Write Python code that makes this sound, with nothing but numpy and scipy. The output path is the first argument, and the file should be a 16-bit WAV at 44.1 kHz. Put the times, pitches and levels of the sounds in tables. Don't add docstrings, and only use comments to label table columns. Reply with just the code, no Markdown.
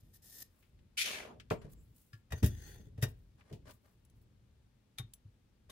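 import sys
import numpy as np
from scipy import signal
from scipy.fft import rfft, irfft, next_fast_len
from scipy.io import wavfile
from scipy.ndimage import uniform_filter1d, map_coordinates

SR = 44100
rng = np.random.default_rng(int(sys.argv[2]) if len(sys.argv) > 2 else 0)


def wav_record(signal):
    frames = np.transpose(np.atleast_2d(signal))
    bounded = np.clip(frames, -1, 1)
    quanta = np.round(bounded * 32767).astype(np.int16)
    wavfile.write(sys.argv[1], SR, quanta)


N = 251811



def amp(db):
    return 10 ** (np.asarray(db) / 20)


def unit(x):
    return x / np.sqrt(np.mean(x ** 2) + 1e-20)


def along(points, hz):
    f, v = np.transpose(points)
    return np.interp(np.log(hz + 1), np.log(f + 1), v)


def since(s):
    return np.maximum(np.arange(N) / SR - s, 0)


STROKE_EDGE_S = 0.005


def level(rows, swell_db, ease_db):
    t, gain = np.arange(N) / SR, np.zeros(N)
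    for s, rise, fall, db in rows:
        swelling = swell_db * (s + rise - t) / rise
        easing = ease_db * (t - s - rise) / fall
        under_peak_db = np.maximum(swelling, easing)
        to_nearest_end = np.minimum(t - s, s + rise + fall - t)
        moving = np.clip(to_nearest_end / STROKE_EDGE_S + 0.5, 0, 1)
        gain += moving * amp(db - under_peak_db)
    return gain


def wobble(rate):
    knots = rng.standard_normal(int(N * rate / SR) + 4)
    return map_coordinates(knots, [np.arange(N) * rate / SR])


def filtered(x, response):
    n = x.shape[-1]
    m = next_fast_len(n + SR // 10)
    return irfft(rfft(x, m) * response(np.fft.rfftfreq(m, 1 / SR)), m)[..., :n]


# frequency_hz, likeness
LIKENESS = [(150, 0.96), (400, 0.48), (1200, 0.12), (3200, 0.22), (6500, -0.14), (11000, 0.61)]


def channel_angle(hz):
    return np.arccos(np.clip(along(LIKENESS, hz), -1, 1))


def noise(colour_db, size=N):
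    def mid_and_side(hz):
        half = channel_angle(hz) / 2
        return amp(colour_db(hz)) * [np.cos(half), np.sin(half)]

    mid, side = filtered(rng.standard_normal((2, size)), mid_and_side)
    return unit(np.array([mid + side, mid - side]))


def add(track, s, sound):
    part = track[:, round(s * SR):][:, :sound.shape[-1]]
    part += sound[..., :part.shape[-1]]


def ripple(hz, spacing_hz):
    return map_coordinates(rng.standard_normal(size=2048), [hz / spacing_hz], mode="wrap")


def friction(spectrum, rough_db, catch_rate, peaks=(), ring_db=0, ripple_db=2.5):
    def body(hz):
        power = 1
        for centre, width, db in peaks:
            power = power + amp(ring_db + db) ** 2 / (1 + (2 * (hz - centre) / width) ** 2)
        return np.sqrt(power) * amp(ripple_db * ripple(hz, spacing_hz=54.88))

    catches = noise(lambda hz: along(spectrum, hz)) * amp(rough_db * wobble(catch_rate))
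    return unit(filtered(catches, body))


def patchy(x, depth_db):
    z = signal.stft(x, nperseg=512)[2]
    field = rng.standard_normal(z.shape[1:])
    field = uniform_filter1d(field, size=4, axis=0)
    field = uniform_filter1d(field, size=9, axis=1)
    return unit(signal.istft(z * amp(depth_db * unit(field)), nperseg=512)[1][:, :N])


def strikes(rows, spectrum, modes, crunch_db, ring_db):
    out, t = np.zeros((2, N)), np.arange(SR // 2) / SR
    for s, db, tilt_db, rise, t60 in rows:
        def tilt(hz):
            return tilt_db * np.log2(np.maximum(hz, 200) / 1000)

        crunch = noise(lambda hz: along(spectrum, hz) + tilt(hz), size=len(t))
        sound = amp(crunch_db - 60 * t / t60) * crunch
        weight = np.linalg.norm([amp(mode_db + tilt(hz)) for hz, mode_db, _ in modes])
        for hz, mode_db, life in modes:
            phase = rng.uniform(0, 2 * np.pi) + np.array([[0], [channel_angle(hz)]])
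            mode_level = ring_db + mode_db + tilt(hz) + rng.normal(0, 0.42)
            sound += amp(mode_level - 60 * t / life) / weight * np.sin(2 * np.pi * hz * t + phase)
        add(out, s, amp(db) * sound * (1 - np.exp(-t / rise)))
    return out


# start_s, rise_s, fall_s, level_db
RUMBLE_SWELLS = [(0.0, 0.033, 0.34, -62.5), (0.68, 0.13, 0.16, -61), (0.97, 0.5, 0.13, -60),
                 (1.5, 0.18, 0.3, -54.5), (2.3, 0.51, 0.66, -55.5), (3.5, 0.16, 0.11, -57.5),
                 (3.95, 0.26, .6, -63), (5.6, 0.09, .1, -62.5)]
# frequency_hz, level_db
RUMBLE_SPECTRUM = [(12, -48), (20, -22.5), (43, -1), (65, -1.5), (119, -3), (170, -12), (204, -15),
                   (512, -29), (700, -40), (910, -70.5), (1540, -120)]
HISS_SPECTRUM = [(120, -32), (200, -6.5), (310, -17), (340, -16.5), (577, -21.5), (681, -25.5), (896, -24),
                 (981, -26.5), (2940, -30), (3590, -30.5), (15800, -44.5)]
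RUMBLE_DB = -71
SHUDDER_DB, SHUDDER_T60_S = -24.5, 0.28


def background():
    shudder = np.zeros(N)
    for s, db, _ in JOLTS:
        after = since(s)
        shudder += amp(db + SHUDDER_DB - 60 * after / SHUDDER_T60_S) * (after > 0)
    swells = level(RUMBLE_SWELLS, swell_db=11, ease_db=14)
    gain = np.sqrt(amp(RUMBLE_DB) ** 2 + swells ** 2 + shudder ** 2)
    rumble = amp(0.5) * gain * noise(lambda hz: along(RUMBLE_SPECTRUM, hz))
    hiss = amp(-76.5) * noise(lambda hz: along(HISS_SPECTRUM, hz))
    return rumble + hiss


# start_s, length_s, starting_level_db
ROD_PULLS = [(0.0, 0.0071, -67), (0.025, 0.12, -85), (0.131, 0.035, -64), (0.218, 0.201, -63)]
PULL_ATTACK_S, PULL_GROWS_DB_PER_S = 0.0067, 58
PULL_STOP_S, GUIDE_AFTER_DB, GUIDE_T60_S = 0.049, -13, 0.22


def pulls():
    gain = np.zeros(N)
    for s, length, db in ROD_PULLS:
        t, after = since(s), since(s + length)
        stop = amp(-60 * after / PULL_STOP_S)
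        guide_ring = amp(GUIDE_AFTER_DB - 60 * after / GUIDE_T60_S)
        growing = amp(db + PULL_GROWS_DB_PER_S * (t - after))
        gain += (1 - np.exp(-t / PULL_ATTACK_S)) * growing * np.maximum(stop, guide_ring)
    return gain


# start_s, rise_s, fall_s, level_db
TIP_SNAGS = [(0.418, 0.0083, 0.0067, -46.5)]
# frequency_hz, level_db
GUIDE_SPECTRUM = [(400, -6), (1200, -19), (2500, -16), (5200, -5.5), (9000, -5), (12200, -6), (15000, -4),
                  (15800, -28)]
# frequency_hz, width_hz, level_db
GUIDE_RESONANCES = [(1833, 79, 6), (3640, 390, -9.5), (5200, 41, -3), (6330, 160, -8), (10000, 120, -4),
                    (12500, 200, -1), (14680, 200, -4.5)]


def rod_in_guide():
    steel = friction(GUIDE_SPECTRUM, rough_db=2, catch_rate=250, peaks=GUIDE_RESONANCES, ring_db=12, ripple_db=2)
    steel = patchy(steel, depth_db=0)
    return amp(-0.5) * (pulls() + level(TIP_SNAGS, swell_db=13, ease_db=14)) * steel


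# start_s, rise_s, fall_s, level_db
HAND_BRUSHES = [(0.47, .14, 0.15, -77), (1.695, 0.041, 0.01, -63), (1.74, 0.076, 0.37, -78.5),
                (1.945, 0.021, 0.25, -70.5), (3.07, 0.026, 0.032, -63), (3.12, 0.056, .25, -84.5),
                (3.68, .03, 0.076, -66.5), (3.79, 0.075, 0.21, -81), (4.15, .022, 0.041, -79),
                (4.21, 0.0073, 0.038, -77.5)]
# frequency_hz, level_db
SKIN_SPECTRUM = [(2000, -22), (7500, -8.5), (10500, -6), (15500, -4.5)]


def hands():
    skin = friction(SKIN_SPECTRUM, rough_db=2.5, catch_rate=240)
    return amp(1.5) * level(HAND_BRUSHES, swell_db=11.5, ease_db=19) * skin


# start_s, rise_s, fall_s, level_db
BENCH_RUBS = [(0.50, 0.098, 0.076, -79.5), (1.612, 0.0073, .05, -62.5), (1.644, 0.0044, 0.17, -71),
              (3.375, 0.034, 0.046, -70), (3.452, 0.052, 0.029, -67.5), (3.654, 0.019, 0.052, -60.5),
              (3.68, 0.024, 0.018, -58), (3.835, 0.021, 0.1, -75), (5.692, 0.0091, .03, -57.5)]
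# frequency_hz, level_db
RUB_SPECTRUM = [(150, -26.5), (250, -9.5), (585, -5), (672, -10.5), (1000, -9.5), (1550, -13),
                (5030, -24.5), (10800, -30.5), (15800, -43.5)]


def bench_rubs():
    rub = friction(RUB_SPECTRUM, rough_db=3.0, catch_rate=200)
    return amp(1.5) * level(BENCH_RUBS, swell_db=9, ease_db=15) * rub


# start_s, level_db, brightness_db_per_octave, rise_s, t60_s
BENCH_TAPS = [(0.625, -65, 2.5, 0.0011, 0.19), (0.789, -63.5, 5, .001, 0.05),
              (1.399, -45, 4.5, 0.000099, 0.069), (1.502, -34.5, 6.5, 0.00089, 0.053),
              (1.507, -21.5, -17, 0.0018, 0.052), (1.616, -53, -8, 0.00069, 0.037),
              (3.408, -51, -5, 0.0017, 0.044), (3.526, -51, 9.5, 0.00083, 0.14),
              (3.708, -46.5, 13.5, 0.00077, 0.056)]
# frequency_hz, level_db
TAP_SPECTRUM = [(530, -43), (900, -21), (1260, -4), (2580, -2.5), (4600, -15.5), (6350, -22.5), (8370, -30),
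                (13800, -43), (15800, -41)]


def taps():
    return strikes(BENCH_TAPS, TAP_SPECTRUM, [], crunch_db=-6, ring_db=0)


COAST_START_S, COAST_ATTACK_S, COAST_SLOWS_S = 1.0414, 0.0067, 0.23
COAST_GRIT_DB, GRIT_FALL_DB = -40.5, 23.5
COAST_RUSH_DB, RUSH_FALL_DB = -44.5, 5
RUSH_BUILDS_S, COAST_LENGTH_S, COAST_STOP_S = 0.033, 0.26, 0.67
EDGE_REST_HZ, EDGE_SPAN_HZ = 140, 3080


def coast():
    t = since(COAST_START_S)
    slowing = (t / COAST_SLOWS_S) ** 2
    speed = np.exp(-slowing)
    grit = amp(COAST_GRIT_DB - GRIT_FALL_DB * slowing) * (1 - np.exp(-t / COAST_ATTACK_S))
    stopping_db = 60 * since(COAST_START_S + COAST_LENGTH_S) / COAST_STOP_S
    build_up = np.sqrt(1 - np.exp(-t / RUSH_BUILDS_S))
    rush = amp(COAST_RUSH_DB - RUSH_FALL_DB * slowing - stopping_db) * build_up
    return grit, rush, EDGE_REST_HZ + EDGE_SPAN_HZ * speed


# start_s, rise_s, fall_s, level_db
SLIDE_SHOVES = [(0.972, 0.0083, .03, -31.5), (0.990, .03, 0.029, -30.5), (1.048, 0.0099, 0.029, -44)]
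# frequency_hz, level_db
GRIT_SPECTRUM = [(290, -72), (500, -36.5), (1210, -31.5), (1440, -13.5), (1570, -18), (1730, -13),
                 (2420, -2.5), (3730, -8.5), (4560, -9.5), (5830, -10.5), (8370, -18), (10200, -16),
                 (14100, -24.5), (15800, -30.5)]
RUSH_SPECTRUM = [(60, -22.5), (150, -8), (220, -4.5), (310, -7.5), (430, -4), (700, -2.5), (1100, -4),
                 (3000, 0)]
# frequency_hz, width_hz, level_db
GRIT_RESONANCES = [(2540, 1700, -1.5)]
RUSH_RESONANCES = [(239.8, 31.2, 1.5), (394, 45, 1), (610, 23, -0.5)]


def slide():
    grit_gain, rush_gain, edge_hz = coast()
    grit = friction(GRIT_SPECTRUM, rough_db=0.9, catch_rate=550,
                    peaks=GRIT_RESONANCES, ring_db=-2.5, ripple_db=2.0)
    rush = friction(RUSH_SPECTRUM, rough_db=2.5, catch_rate=170,
                    peaks=RUSH_RESONANCES, ring_db=6.5, ripple_db=1.0)
    hz, t, z = signal.stft(patchy(rush, depth_db=2.5), SR, nperseg=512)
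    ratio = hz[:, None] / np.interp(t, np.arange(N) / SR, edge_hz)
    passed = 1 / np.sqrt((1 - ratio ** 3) ** 2 + 1.2 * ratio ** 3)
    evened = passed / np.sqrt(np.mean(passed ** 2, axis=0))
    hollow_rush = signal.istft(z * evened, SR, nperseg=512)[1][:, :N]
    grit_gain = level(SLIDE_SHOVES, swell_db=11, ease_db=12.5) + grit_gain
    return (grit_gain * patchy(grit, depth_db=1.5) + rush_gain * hollow_rush) * amp([[-1], [1]])


# start_s, level_db, brightness_db_per_octave, rise_s, t60_s
BENCH_KNOCKS = [(1.510, -21.5, 3, 0.0037, 0.13), (1.646, -44, -4.5, 0.00075, 0.2),
                (2.326, -32.5, 2, 0.0064, 0.08), (2.429, -21, -5.5, 0.00059, 0.076),
                (2.797, -44.5, -10, 0.0016, 0.087), (2.868, -32, -26, 0.0035, 0.024),
                (2.978, -38, -4, 0.0028, 0.064), (3.026, -33.5, 2, 0.0019, 0.17),
                (3.51, -44.5, -2.5, 0.0018, 0.19), (3.527, -44, -3, 0.0022, 0.2)]
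# frequency_hz, level_db
BENCH_SPECTRUM = [(71, -9), (120, 3.5), (301, -6.5), (443, 1.5), (501, -9.5), (695, -7), (785, -19.5),
                  (888, -12.5), (1510, -33.5), (2320, -31), (3490, -43.5), (10300, -56.5), (15800, -61)]
# frequency_hz, level_db, t60_s
BENCH_TOP_MODES = [(111.6, -15, 0.27), (419, 3, 0.17), (520, -12.5, 0.23), (605, -0.5, 0.17),
                   (654, -30, 0.19), (974, -28, 0.11), (2290, -21, 0.2), (2600, -42.5, 0.19),
                   (2800, -42, 0.085)]


def knocks():
    return strikes(BENCH_KNOCKS, BENCH_SPECTRUM, BENCH_TOP_MODES, crunch_db=-4, ring_db=-16.5)


# start_s, level_db, pitch_hz
JOLTS = [(1.524, -43, 92), (2.133, -44.5, 111.3), (2.312, -37, 78.5), (2.33, -26.5, 89.4),
         (2.425, -24, 198), (2.436, -10.5, 94.4), (2.461, -49, 117), (2.98, -35.5, 105),
         (3.027, -20.5, 119), (3.528, -41.5, 112), (4.996, -36, 117.3), (5.038, -45, 113.3),
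         (5.251, -46.5, 102)]
# frequency_hz, level_db, t60_s
STAND_MODES = [(46.44, -29, 0.92), (78.7, -21, 0.52), (105.9, -17, 0.34), (126.9, -12.5, 0.24),
               (198.6, -24, 0.19), (257, -26.5, 0.21), (352, -34.5, 0.23), (429.4, -45, 0.25),
               (613, -59, 0.23)]
ROCK_T60_S, ROCK_HALVES_DB = 0.043, 31.5


def stand():
    out, t = np.zeros((2, N)), np.arange(SR) / SR
    for s, db, hz in JOLTS:
        t60 = ROCK_T60_S * 2 ** (-db / ROCK_HALVES_DB)
        rock = amp(6.0 - 60 * t / t60) * np.sin(2 * np.pi * hz * t)
        rock *= 1 - np.exp(-(t / 0.0074) ** 2)
        shiver = np.zeros(len(t))
        for f, mode_db, life in STAND_MODES:
            mode_level = mode_db + rng.normal(0, 1.2)
            shiver += amp(mode_level - 60 * t / life) * np.sin(2 * np.pi * f * t)
        add(out, s, amp(db) * (rock + shiver * (1 - np.exp(-t / 0.0023))))
    return out


# start_s, length_s, level_db, pitch_hz
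FAINT_SQUEAKS = [(1.568, 0.056, -79, 7450), (1.75, 0.1, -78, 7500)]


def squeaks():
    out = np.zeros((2, N))
    for s, length, db, hz in FAINT_SQUEAKS:
        u = np.arange(round(length * SR)) / (length * SR)
        pitch = hz * (1 + 0.02 * (0.5 - u) + 0.04 * wobble(820)[:len(u)])
        whistle = np.sin(2 * np.pi * np.cumsum(pitch) / SR)
        add(out, s, amp(db) * np.sin(np.pi * u) * whistle)
    return out


# start_s, level_db, brightness_db_per_octave, rise_s, t60_s
KNIFE_TOUCHES = [(2.130, -43, 8.5, 0.0013, 0.12)]
# frequency_hz, level_db, t60_s
KNIFE_MODES = [(1144, -9, 0.13), (1387, -7, 0.13), (1678, -3.5, 0.13), (1774, -5, 0.13), (3080, -24, 0.13),
               (5040, -23, 0.084)]


def knife():
    return strikes(KNIFE_TOUCHES, TAP_SPECTRUM, KNIFE_MODES, crunch_db=-17.5, ring_db=-8.5)


# start_s, level_db, brightness_db_per_octave, rise_s, t60_s
LATCH_CLACKS = [(2.304, -45.5, -3.5, 0.0046, 0.16), (2.320, -26, -3.5, 0.0034, 0.058),
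                (2.427, -29, -1.5, 0.0036, 0.13), (2.442, -29.5, 0, 0.0011, 0.091),
                (2.459, -26.5, 6.5, 0.0017, 0.074), (2.474, -40, 3, 0.002, 0.086),
                (2.976, -56, -3.5, 0.0013, 0.27), (3.014, -43.5, 2, 0.0047, 0.17),
                (3.023, -15.5, 0, 0.0095, 0.063), (3.035, -29.5, -2, 0.0016, 0.073)]
# frequency_hz, level_db
CLAMP_SPECTRUM = [(290, -45), (500, -20.5), (630, -4.5), (1000, -16), (1860, -5), (2250, -17), (2380, -8),
                  (3780, -12), (3950, -17), (5120, -11.5), (8740, -15.5), (12500, -13), (15800, -19.5)]
# frequency_hz, level_db, t60_s
CLAMP_BODY_MODES = [(1825, -1.5, 0.089), (1911, -1, 0.08), (2821, -17, 0.14), (3760, -5, 0.12),
                    (5010, -15, .1), (5620, -9, .07), (6380, -9, 0.082), (10350, -15.5, .08),
                    (12000, -12.5, .06), (12930, -5, .06)]


def latch():
    return strikes(LATCH_CLACKS, CLAMP_SPECTRUM, CLAMP_BODY_MODES, crunch_db=-9, ring_db=-12.5)


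# start_s, rise_s, fall_s, level_db
CLAMP_TURNS = [(2.335, .04, 0.15, -61.5), (2.45, 0.23, 0.21, -56)]
# frequency_hz, level_db
PIVOT_SPECTRUM = [(250, -5), (400, -5.5), (800, -16), (1170, -26), (1840, -13.5), (2300, -21.5),
                  (3550, -18), (5500, -25), (8300, -24), (15800, -25.5)]
# frequency_hz, width_hz, level_db
PIVOT_RESONANCES = [(1400, 110, 0), (1860, 56, 4), (3440, 25, 5), (4520, 65, 0.5), (4950, 72, 1),
                    (6170, 77, 8), (6445, 87, 11), (7020, 77, -1), (10060, 120, -1), (12650, 160, -8)]


def pivot():
    axle = friction(PIVOT_SPECTRUM, rough_db=2.5, catch_rate=150,
                    peaks=PIVOT_RESONANCES, ring_db=8, ripple_db=3.5)
    return amp(1.0) * level(CLAMP_TURNS, swell_db=11, ease_db=20.5) * patchy(axle, depth_db=2.5)


# start_s, level_db, brightness_db_per_octave, rise_s, t60_s
JOINT_TICKS = [(4.049, -57, -2, 0.00091, 0.034), (4.099, -59, -4, 0.00037, 0.014),
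               (5.136, -37.5, -1.5, 0.00022, 0.023)]
# frequency_hz, level_db
JOINT_SPECTRUM = [(590, -50.5), (1000, -34), (2790, -23), (3290, -16), (4810, -18), (7720, -8), (8970, -19),
                  (9730, -1), (15100, -25), (15800, -15)]
# frequency_hz, level_db, t60_s
JOINT_BODY_MODES = [(3170, -13.5, .05), (6160, -3.5, 0.05), (7820, -7, 0.08), (10100, 1, 0.077),
                    (12150, -1, .07), (14740, 4, 0.05)]


def joint():
    return strikes(JOINT_TICKS, JOINT_SPECTRUM, JOINT_BODY_MODES, crunch_db=-7.5, ring_db=-13)


# start_s, level_db, brightness_db_per_octave, rise_s, t60_s
ROD_CLINKS = [(4.976, -51, 0, 0.0046, .1), (4.984, -31, 2.5, 0.00028, 0.058),
              (4.998, -44, -6, 0.00094, 0.11), (5.697, -46, 5, 0.0015, 0.091)]
# frequency_hz, level_db
ROD_SPECTRUM = [(240, -22), (400, -6.5), (579, -21), (812, -8), (976, -18), (1100, -27), (1270, -10),
                (2310, -7.5), (2650, -15), (3720, -3), (4020, -13.5), (12400, -22), (15800, -38)]
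# frequency_hz, level_db, t60_s
ROD_BODY_MODES = [(1117, -12, 0.1), (2350, -5, 0.056), (3276, -6, 0.065), (3680, 4.5, 0.1),
                  (6350, -9, 0.071), (10100, -4, 0.053), (11600, -22, 0.064), (13160, -11, 0.071)]


def clinks():
    return strikes(ROD_CLINKS, ROD_SPECTRUM, ROD_BODY_MODES, crunch_db=-8.5, ring_db=-7.5)


# frequency_hz, t60_s
ROOM_T60 = [(100, 0.81), (500, 0.27), (3000, .26), (14000, 0.11)]


def room(x):
    hz, t, z = signal.stft(rng.standard_normal((2, SR // 2)), SR, nperseg=256)
    decay = amp(-60 * t / along(ROOM_T60, hz)[:, None])
    tail = signal.istft(z * decay, SR, nperseg=256)[1]
    tail = tail * (1 - np.exp(-np.arange(tail.shape[1]) / SR / 0.0063))
    return signal.fftconvolve(x, tail / np.linalg.norm(tail[0]), axes=1)[:, :N]


# frequency_hz, difference_db
LEFT_OVER_RIGHT = [(100, 1.5), (250, -0.5), (500, 2), (2000, 3.5), (6000, 6.5), (11000, 0)]


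def scene():
    hits = latch() + knife() + clinks() + joint() + taps() + knocks()
    rubbing = None
    scrapes = slide() + (rod_in_guide() + pivot() + bench_rubs() + hands()) + squeaks()
    echoes = room(amp(-20.0) * hits + amp(-16) * scrapes)
    mix = hits + scrapes + echoes + stand() + background()
    return filtered(mix, lambda hz: amp(along(LEFT_OVER_RIGHT, hz) * np.array([[0.5], [-0.5]])))


TOP_HZ = 15900


def record(dry):
    return filtered(dry, lambda hz: np.clip((TOP_HZ - hz) / 400 + 0.5, 0, 1))


dry = scene()
out = record(dry)
wav_record(out)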